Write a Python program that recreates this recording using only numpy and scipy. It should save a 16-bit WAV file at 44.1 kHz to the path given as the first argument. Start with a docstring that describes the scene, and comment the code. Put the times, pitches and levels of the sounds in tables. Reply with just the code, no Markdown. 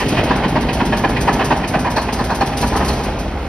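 """Ragged diesel tractor in a shed

A cold six-cylinder engine runs unevenly and slowly gathers speed. Its stack booms, throbs and rumbles:
engine orders, short low pressure swings, and noise and puffs shaped by resonances at each firing.
About once a cycle a cylinder bangs, as enveloped noise and wavering tones; gritty noise spits between.
Resonant noise makes the clatter and the loose steel, and decaying noise makes the shed's answer.
Towards the end the banging weakens and the running grows deeper and smoother."""
import sys
import numpy as np
from scipy import signal
from scipy.fft import rfft, irfft, next_fast_len
from scipy.io import wavfile
from scipy.ndimage import uniform_filter1d, map_coordinates

SR = 44100
rng = np.random.default_rng(int(sys.argv[2]) if len(sys.argv) > 2 else 0)


def dump_mix(stems):
    """Bounce the given channels to the path in sys.argv[1] as a 16-bit WAV at rate SR."""
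    frames = np.atleast_2d(stems).T  # one column per channel
    limited = np.clip(frames, -1, 1)  # hard clip at full scale
    pcm = np.round(limited * 32767).astype(np.int16)
    wavfile.write(sys.argv[1], SR, pcm)


N = 153468  # samples
CYLINDERS = 6  # each fires once per engine cycle
COMMON = np.array([[1], [0]])  # sends a signal to the mid channel only


# Level of the stack before trims: t/s, boom level/dB, rumble level/dB
STACK_LEVELS = [(0, -25, -19), (.3, -27, -22), (.9, -24.5, -21), (1.5, -27, -21), (1.7, -28.5, -25),
                (2.3, -26.5, -24.5), (2.55, -28.5, -26.5), (2.63, -19.5, -23), (2.85, -24, -23),
                (3.0, -22, -23), (3.2, -23, -26), (3.48, -24.5, -28.5)]
# Levels before trims: t/s, gas roar level/dB, clatter level/dB, hiss level/dB
ENGINE_LEVELS = [(0.0, -45, -29, -13.5), (0.13, -19, -20, -52), (0.37, -20, -27, -50),
                 (0.61, -24.5, -27.5, -58), (1.38, -22.5, -28.5, -58), (1.78, -24.5, -32, -46),
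                 (2.5, -25.5, -30.5, -61), (2.81, -24, -26.5, -58), (2.98, -23.5, -31.5, -26.5),
                 (3.2, -25.5, -32, -41), (3.48, -27, -32.5, -33)]
# Spectrum of the churning rumble: f/Hz, level/dB
RUMBLE_SPECTRUM = [(20, -25), (35, -32), (70, -37), (95, -2.5), (130, 3.5), (175, 0), (222, -6.5),
                   (260, -1), (295, -3.5), (325, -2), (360, -12), (400, -4.5), (500, -11), (700, -16),
                   (1500, -56), (5000, -84)]
# Spectrum of the gas roar: f/Hz, level/dB
ROAR_SPECTRUM = [(250, -12), (480, -1), (620, 2), (800, 4), (1020, -2.5), (1200, -6.5), (1450, -6.5),
                 (1700, -10), (2100, -11.5), (3500, -31), (9000, -91)]
# Resonances of stack and muffler: f/Hz, width/Hz, relative level/dB
STACK_MODES = [(132, 9.2, 6), (224.6, 34, 5.5), (247, 32, 0.5), (331, 87, -2.5), (399.3, 13.3, 2.5),
               (581, 5.3, -0.5)]


def exhaust(turns):
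    """Pulsed excitation of a resonant pipe: firings modulate rumble and roar, and push puffs of gas."""
    rumble_db = curves(STACK_LEVELS)[1]
    roar_db = curves(ENGINE_LEVELS)[0]
    pipe = steady(noise(RUMBLE_SPECTRUM) + amp(-10) * ringing(STACK_MODES, drift=.03), size=900)
    churn = unit(pipe * firings(turns, uneven_db=3.5, scatter_s=0.00062, rise_s=0.014, fall_s=0.011))
    puffing = resonate(puffs(turns, uneven_db=2, scatter_s=.0012), STACK_MODES)
    rumble = unit(churn + amp(-4.5) * puffing)
    roar_pulses = firings(turns, uneven_db=1.4, scatter_s=0.0017, rise_s=0.0036, fall_s=0.023)
    roar = unit(noise(ROAR_SPECTRUM) * roar_pulses)
    return shed(amp(rumble_db - 1.0) * rumble + amp(roar_db - 3.0) * roar, wet_db=-7.5)


# Engine orders of the boom: multiple of the cycle rate, mean relative level/dB
BOOM_ORDERS = [(4, -48), (5, -12), (6, -17), (7, -13), (8, -25), (9, -14), (10, -27)]


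def boom(turns, unsteady_db, drift_rad):
    """Superposition of engine orders: harmonics of the cycle rate beat together in the stack."""
    lines = np.zeros(N)
    for order, db in BOOM_ORDERS:
        level = amp(db + unsteady_db * wobble(12.0))
        phase = 2 * np.pi * (order * turns + rng.random()) + drift_rad * wobble(7)
        lines += level * np.sin(phase)
    return amp(curves(STACK_LEVELS)[0] - 2.5) * unit(lines) * COMMON


# Late, hard firings before trims: t/s, bang level/dB, metallic clack level/dB, hold/s
BANGS = [(0.006, -19.5, -21, 0.025), (0.174, -18.5, -20, 0.023), (.311, -9, -37, 0.0041),
         (0.44, -16, -22.5, 0.014), (0.561, -13, -24, 0.013), (0.692, -19, -21, 0.007),
         (0.806, -14.5, -23.5, 0.011), (0.93, -13, -23, 0.0077), (1.044, -9.5, -24, 0.0076),
         (1.17, -25, -19, 0.0032), (1.282, -8.5, -21, 0.01), (1.399, -14.5, -23.5, 0.026),
         (1.511, -10, -21, 0.015), (1.641, -25.5, -22.5, 0.006), (1.744, -13, -24, 0.011),
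         (1.853, -16, -28.5, 0.026), (1.971, -12.5, -24, 0.013), (2.09, -21, -25.5, 0.0052),
         (2.196, -16.5, -35, 0.016), (2.302, -15.5, -35, 0.024), (2.414, -10.5, -26, 0.011),
         (2.532, -24.5, -31, 0.0047), (2.631, -16, -28, 0.011), (2.726, -19.5, -45, 0.015),
         (2.754, -15.5, -44, 0.017), (2.807, -16, -35, 0.022), (2.892, -21.5, -30, 0.013),
         (3.004, -20, -44, 0.0035), (3.063, -33, -31, 0.0051)]
# Spectrum of the gas in a bang: f/Hz, level/dB
BANG_SPECTRUM = [(80, -24), (220, 2), (450, 2.5), (650, -2), (850, 6.5), (1020, 7), (1220, -7.5),
                 (1450, -5), (1850, -5), (2200, -23), (3200, -20), (6000, -28), (15000, -90)]
# Spectrum of the metallic clack: f/Hz, level/dB
CLACK_SPECTRUM = [(500, 11), (1200, -16), (1700, 7), (1900, 19), (2080, 9.5), (2300, 10), (2520, 12),
                  (2800, 8.5), (3040, 9.5), (3500, -5.5), (4300, 2.5), (6000, -15), (10000, -62),
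                  (15000, -117)]
# Resonances that sing in a bang: f/Hz, width/Hz, mean relative level/dB
BARK_MODES = [(626.6, 25.8, -4), (795.4, 49, -0.5), (985, 40, -1), (1173, 70, -7), (1662, 100, -7),
              (2534, 50.4, -16)]
# Resonances of the engine block: f/Hz, width/Hz, relative level/dB
IRON_MODES = [(1742, 24, -7), (2144, 69, 1), (2473, 47, 7.5), (2960, 8.4, 5), (3096, 22, 3)]


def bangs():
    """Impulsive excitation: a late firing cracks, swells to a bark in the stack and clacks in the block."""
    s, bang_db, clack_db, hold_s = np.transpose(BANGS)
    gas = steady(noise(BANG_SPECTRUM) + amp(1) * singing(BARK_MODES), size=110)
    swell = bursts(s + 0.0017, bang_db - .8, rise_s=0.0063, fall_s=0.011, hold_s=hold_s)
    crack = bursts(s - .005, bang_db - 6.5, rise_s=.0007, fall_s=.004)
    iron = steady(noise(CLACK_SPECTRUM) + amp(-5.5) * ringing(IRON_MODES, drift=.02), size=200)
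    clack = iron * bursts(s, clack_db - .5, rise_s=0.0076, fall_s=0.013, hold_s=hold_s)
    return shed(gas * np.hypot(swell, crack) + clack, wet_db=-10.5)


# Thuds that close hard firings, before the shed's answer: t/s, peak level/dB
THUDS = [(.193, -16), (0.255, -10), (.308, -6), (.463, -8), (.581, -8.5), (.692, -15.5), (0.824, -4),
         (1.062, -6.5), (1.3, -6.5), (1.534, -9), (1.764, -9), (2.216, -10.5), (2.435, -11), (2.651, -13),
         (2.833, -10.5)]
# Deep throbs of the stack, before the trim: t/s, peak level/dB, f/Hz
THROBS = [(0.17, -19.8, 53), (0.311, -19.8, 53), (0.391, -20.5, 56), (0.525, -22.4, 54), (0.647, -19.2, 53),
          (0.756, -17.2, 60), (0.884, -18.6, 53), (0.999, -21.9, 52), (1.122, -18.2, 54),
          (1.242, -16.8, 60), (1.358, -18.0, 57), (1.484, -20.9, 60), (1.592, -21.2, 57),
          (1.715, -21.7, 57), (1.827, -20.4, 59), (1.933, -23.3, 55), (2.051, -21.3, 59),
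          (2.163, -21.1, 57), (2.276, -20.4, 57), (2.378, -21.9, 54), (2.551, -20.1, 58),
          (2.631, -15.3, 57), (2.796, -14.7, 65), (2.902, -15.3, 65), (3.065, -17.4, 59),
          (3.193, -18.4, 63), (3.276, -21.7, 56), (3.382, -19.7, 65)]


def thumps():
    """Gaussian-windowed pressure swings: thuds close hard bangs, and throbs come about once a cycle."""
    thuds = pushes(*np.transpose(THUDS), 229, half_s=0.0033)
    throbs = pushes(*np.transpose(THROBS), half_s=.033)
    return shed(thuds, wet_db=-3.5) + amp(-2.5) * throbs


# Spits of gas before the trim: t/s, level/dB
SPITS = [(0.088, -33.5), (0.241, -37), (0.363, -40.5), (0.487, -39), (0.613, -40), (0.735, -34.5),
         (0.858, -36.5), (0.974, -35.5), (1.094, -38.5), (1.213, -32.5), (1.333, -34.5), (1.449, -34),
         (1.569, -40.5), (1.681, -34), (1.796, -37), (1.908, -36.5), (1.966, -50), (2.021, -38),
         (2.132, -33), (2.245, -36), (2.352, -35.5), (2.413, -52), (2.465, -36.5), (2.576, -31.5),
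         (2.612, -33), (2.675, -35), (2.767, -32.5), (2.852, -35.5), (2.882, -34), (2.934, -39.5),
         (3.039, -38.5), (3.194, -40)]
# Spectrum of escaping gas: f/Hz, level/dB
SPIT_SPECTRUM = [(1500, 4), (3500, 5), (4600, 8), (5700, 7.5), (6700, 5), (7300, -5.5), (8800, 3),
                 (10700, -7), (12000, 0), (13500, -4), (14500, -37), (15500, -38)]
# Resonances of thin metal: f/Hz, width/Hz, relative level/dB
TIN_MODES = [(4740, 120, -5), (5660, 250, -9), (10400, 500, 15)]


def spits():
    """Turbulent jet noise: short gritty escapes of gas ring thin metal and linger under the roof."""
    s, db = np.transpose(SPITS)
    impacts = ticks(per_s=970, spread_db=1)
    grit = unit(filtered(impacts, lambda hz: amp(along(SPIT_SPECTRUM, hz))))
    gas = unit(noise(SPIT_SPECTRUM) + amp(-4) * grit + amp(-10) * ringing(TIN_MODES, drift=0.045))
    envelope = bursts(s, db + 6.5, rise_s=0.0058, fall_s=0.018, hold_s=0.0085)
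    return shed(gas * envelope, wet_db=-6.5)


# Spectrum of the diesel clatter: f/Hz, level/dB
CLATTER_SPECTRUM = [(700, 0.5), (1600, -16), (2080, 4.5), (2270, 1.5), (2520, 8.5), (2800, 4), (3060, 6),
                    (3500, 2), (4300, -2.5), (5500, -8.5), (7000, -26), (9000, -42), (12000, -50),
                    (15000, -70)]
# Resonances of small rattling parts: f/Hz, width/Hz, relative level/dB
RATTLE_MODES = [(1370, 130, -1), (1870, 92, 4), (2170, 63, 8.5), (2950, 100, -8), (4330, 130, -14)]
# Resonances of loose steel: f/Hz, width/Hz, relative level/dB
STEEL_MODES = [(4300, 200, 3.5), (4720, 320, -8), (5400, 410, -13)]


def block(turns):
    """Modal response to firing: clatter rings iron and loose steel, among small rattles and a thin hiss."""
    _, clatter_db, hiss_db = curves(ENGINE_LEVELS)
    metal = noise(CLATTER_SPECTRUM) + amp(-13) * ringing(IRON_MODES, drift=.006)
    metal = metal + amp(-14.5) * ringing(STEEL_MODES)
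    clatter = unit(metal * firings(turns, uneven_db=2.3, scatter_s=0.0013, rise_s=0.0087, fall_s=0.019))
    rattle = resonate(ticks(per_s=110, spread_db=4), RATTLE_MODES)
    mechanical = amp(clatter_db - 8.0) * (clatter + amp(-7) * rattle)
    hiss = amp(hiss_db - 13.0) * noise(SPIT_SPECTRUM)
    return shed(mechanical + hiss, wet_db=-5.5)


# Buzzes of the loose steel before the trim: t/s, level/dB
STEEL_BUZZES = [(1.966, -23), (2.190, -31.5), (2.306, -32), (2.412, -28.5), (2.615, -27), (2.735, -38),
                (2.888, -27)]


def loose_steel():
    """Forced modal vibration: a loose part, shaken by the engine, buzzes briefly at its resonances."""
    s, db = np.transpose(STEEL_BUZZES)
    buzz = ringing(STEEL_MODES) * bursts(s, db - 0.5, rise_s=0.0034, fall_s=0.027, hold_s=0.0022)
    return shed(buzz, wet_db=-13)


# Reverberation time of the shed: f/Hz, t60/s
SHED_T60 = [(100, 0.69), (1000, 0.67), (5000, 0.69), (12000, 0.36)]


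def shed(x, wet_db):
    """Diffuse reverberation: noise builds up and decays at each frequency's own t60."""
    hz, t, z = signal.stft(rng.standard_normal((2, SR // 2)), SR, nperseg=256)
    decay = amp(-60 * t / along(SHED_T60, hz)[:, None])
    build_up = 1 - np.exp(-t / 0.029)
    tail = signal.istft(z * decay * build_up, SR, nperseg=256)[1]
    tail = tail / np.linalg.norm(tail[0])
    return x + amp(wet_db) * signal.fftconvolve(x, tail, axes=1)[:, :N]


def firing_samples(turns):
    """Equal phase spacing: sample indices at which the cycle passes each cylinder's firing point."""
    return np.flatnonzero(np.diff(np.floor(turns * CYLINDERS)))


def firings(turns, uneven_db, scatter_s, rise_s, fall_s):
    """Amplitude modulation: one burst per firing, each of its own size and a little early or late."""
    times = firing_samples(turns) / SR
    chance = rng.standard_normal((len(times), 2))
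    return unit(bursts(times + scatter_s * chance[:, 0], uneven_db * chance[:, 1], rise_s, fall_s))


def puffs(turns, uneven_db, scatter_s):
    """Volume-flow pulses: one impulse per firing, softened by a third-order low-pass at 900 Hz."""
    i = firing_samples(turns)
    chance = rng.standard_normal((len(i), 2))
    at = np.clip(i + scatter_s * SR * chance[:, 0], 0, N - 1).astype(int)
    push = np.bincount(at, amp(uneven_db * chance[:, 1]), N)
    return filtered(push, lambda hz: 1 / (1 + 1j * hz / 900) ** 3) * COMMON


def pushes(times, levels_db, pitches_hz, half_s):
    """Gaussian tone bursts: low pressure swings centred on their times, 1/e half-width half_s."""
    out = np.zeros(N)
    for s, db, hz in np.broadcast(times, levels_db, pitches_hz):
        i = np.arange(max(0, int((s - 3 * half_s) * SR)), min(N, int((s + 3 * half_s) * SR)))
        t = i / SR - s
        out[i] -= amp(db) * np.exp(-(t / half_s) ** 2) * np.cos(2 * np.pi * hz * t)
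    return out * COMMON


def bursts(times, levels_db, rise_s, fall_s, hold_s=0):
    """Incoherent power addition: bursts with a Gaussian rise, a hold and an exponential fall."""
    power = np.zeros(N)
    for s, db, hold in np.broadcast(times, levels_db, hold_s):
        first = max(0, int((s - 4 * rise_s) * SR))
        i = np.arange(first, min(N, int((s + hold + 8 * fall_s) * SR)))
        t = i / SR - s
        exponent = np.where(t < 0, -(t / rise_s) ** 2, -np.maximum(t - hold, 0) / fall_s)
        power[i] += (amp(db) * np.exp(exponent)) ** 2
    return np.sqrt(power)


def ticks(per_s, spread_db):
    """Poisson-like impacts: shared random times and sizes, with a separate random sign per channel."""
    hits = (rng.random(N) < per_s / SR) * amp(spread_db * rng.uniform(-1, 1, N))
    return hits * np.sign(rng.standard_normal((2, N)))


def resonate(x, modes):
    """Modal superposition: x through parallel second-order resonances, at rms 1."""
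    def response(f):
        return sum(amp(db) * 1j * f * width / (centre * centre - f * f + 1j * f * width)
                   for centre, width, db in modes)
    return unit(filtered(x, response))


def ringing(modes, drift=0):
    """Noise-driven resonance: two unrelated noises whose pitch drifts by about this fraction, rms 1."""
    x = resonate(rng.standard_normal((2, N)), modes)
    i = np.arange(N)
    warped = (i + np.cumsum(drift * wobble(9))) % N  # varying the reading speed bends the pitch
    return unit(np.array([np.interp(warped, i, channel) for channel in x]))


def singing(modes):
    """Frequency-modulated resonance: strong tones waver within their width and shift together, rms 1."""
    shift = 1 + .035 * wobble(9)  # knots come at about the cycle rate

    def tone(hz, width):
        pitch = hz * shift + width * wobble(110)
        return np.sin(2 * np.pi * (np.cumsum(pitch) / SR + rng.random()))

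    def voice():
        return sum(amp(db + 2.5 * wobble(9)) * tone(hz, width) for hz, width, db in modes)
    return unit(np.array([voice() for channel in range(2)]))


def steady(x, size):
    """Envelope normalisation: evens out the swells of a noise over size samples."""
    power = uniform_filter1d(uniform_filter1d(x ** 2, size), size)
    return x / np.sqrt(np.abs(power) + 1e-9)


def noise(spectrum):
    """Spectral shaping: two unrelated noises of rms 1 with this spectrum."""
    return unit(filtered(rng.standard_normal((2, N)), lambda hz: amp(along(spectrum, hz))))


def filtered(x, response):
    """Linear filtering: multiplies the spectrum of x by a response of frequency."""
    m = next_fast_len(N + SR // 2)
    return irfft(rfft(x, m) * response(np.fft.rfftfreq(m, 1 / SR)), m)[..., :N]


def wobble(rate):
    """Band-limited fluctuation: a smooth random curve, rate knots a second."""
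    return map_coordinates(rng.standard_normal(int(N * rate / SR) + 4), [np.arange(N) * rate / SR])


def curves(rows):
    """Linear interpolation in time: one value per sample for each column after t/s."""
    s, *cols = np.transpose(rows)
    return [np.interp(np.arange(N) / SR, s, c) for c in cols]


def along(points, hz):
    """Logarithmic frequency scale: interpolates (f/Hz, value) points."""
    f, v = np.transpose(points)
    return np.interp(np.log(hz + 1), np.log(f + 1), v)


def amp(db):
    """Level law: decibels to amplitude gain."""
    return 10 ** (np.asarray(db) / 20)


def unit(x):
    """Power normalisation: scales to rms 1."""
    return x / np.sqrt(np.mean(x ** 2) + 1e-20)


# Speed of the engine: t/s, cycle rate f/Hz
SPEED = [(0, 7.7), (.75, 8.2), (1.25, 8.5), (1.75, 8.8), (2.25, 9.0), (2.75, 9.1), (3.48, 9.2)]
# Likeness of the two ports: f/Hz, correlation of left and right [1 = alike]
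ALIKE = [(100, 1), (250, .995), (600, .96), (1200, .87), (1800, .93), (2400, .72), (3200, .42), (4700, .45),
         (6000, .8), (7200, .98), (8800, .72), (10200, .98), (11800, .65), (13300, .97), (15000, .6)]
# Phase between the ports: f/Hz, lead of the left port/rad
LEAD = [(0, 0), (400, -.05), (750, -.3), (1200, -.1), (1900, 0), (2700, .5), (3600, 1.3), (4500, 1.3),
        (4900, .4), (6000, 1.6), (7000, 3.1), (7800, 3.2), (9700, 6.25), (11500, 6.4), (12900, 9.3),
        (14400, 9.5), (15500, 12.5)]
# Balance of the ports: f/Hz, left minus right level/dB
TILT = [(120, 0), (250, -.6), (600, .3), (1000, -.9), (2000, -1.2), (3100, -2.8), (4300, .3), (15000, 0)]


def scene():
    """Spatial coherence: a close pair of microphone ports, alike in the bass and less so in the treble."""
    turns = np.cumsum(curves(SPEED)[0]) / SR
    pair = boom(turns, unsteady_db=1.0, drift_rad=0.94) + exhaust(turns) + block(turns)
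    pair = pair + bangs() + spits() + thumps() + loose_steel()

    def mid_side(hz):
        angle = np.arccos(np.clip(along(ALIKE, hz), -1, 1)) / 2
        return np.array([np.cos(angle), np.sin(angle)])

    def ports(hz):
        level, lead = along(TILT, hz), along(LEAD, hz)
        return np.array([amp(sign * level / 2) * np.exp(sign * .5j * lead) for sign in (1, -1)])

    mid, side = filtered(pair, mid_side)
    return filtered(np.array([mid + side, mid - side]), ports)


def record(dry):
    """Band limitation and saturation: 27 Hz high-pass, rounded peaks, and nothing kept above 15830 Hz."""
    cut = filtered(dry, lambda hz: 1 / np.sqrt(1 + (27 / (hz + 1)) ** 6))
    held = cut / (1 + np.abs(cut / .97) ** 6) ** (1 / 6)
    return filtered(held, lambda hz: hz < 15830)


dry = scene()
out = record(dry)
dump_mix(out)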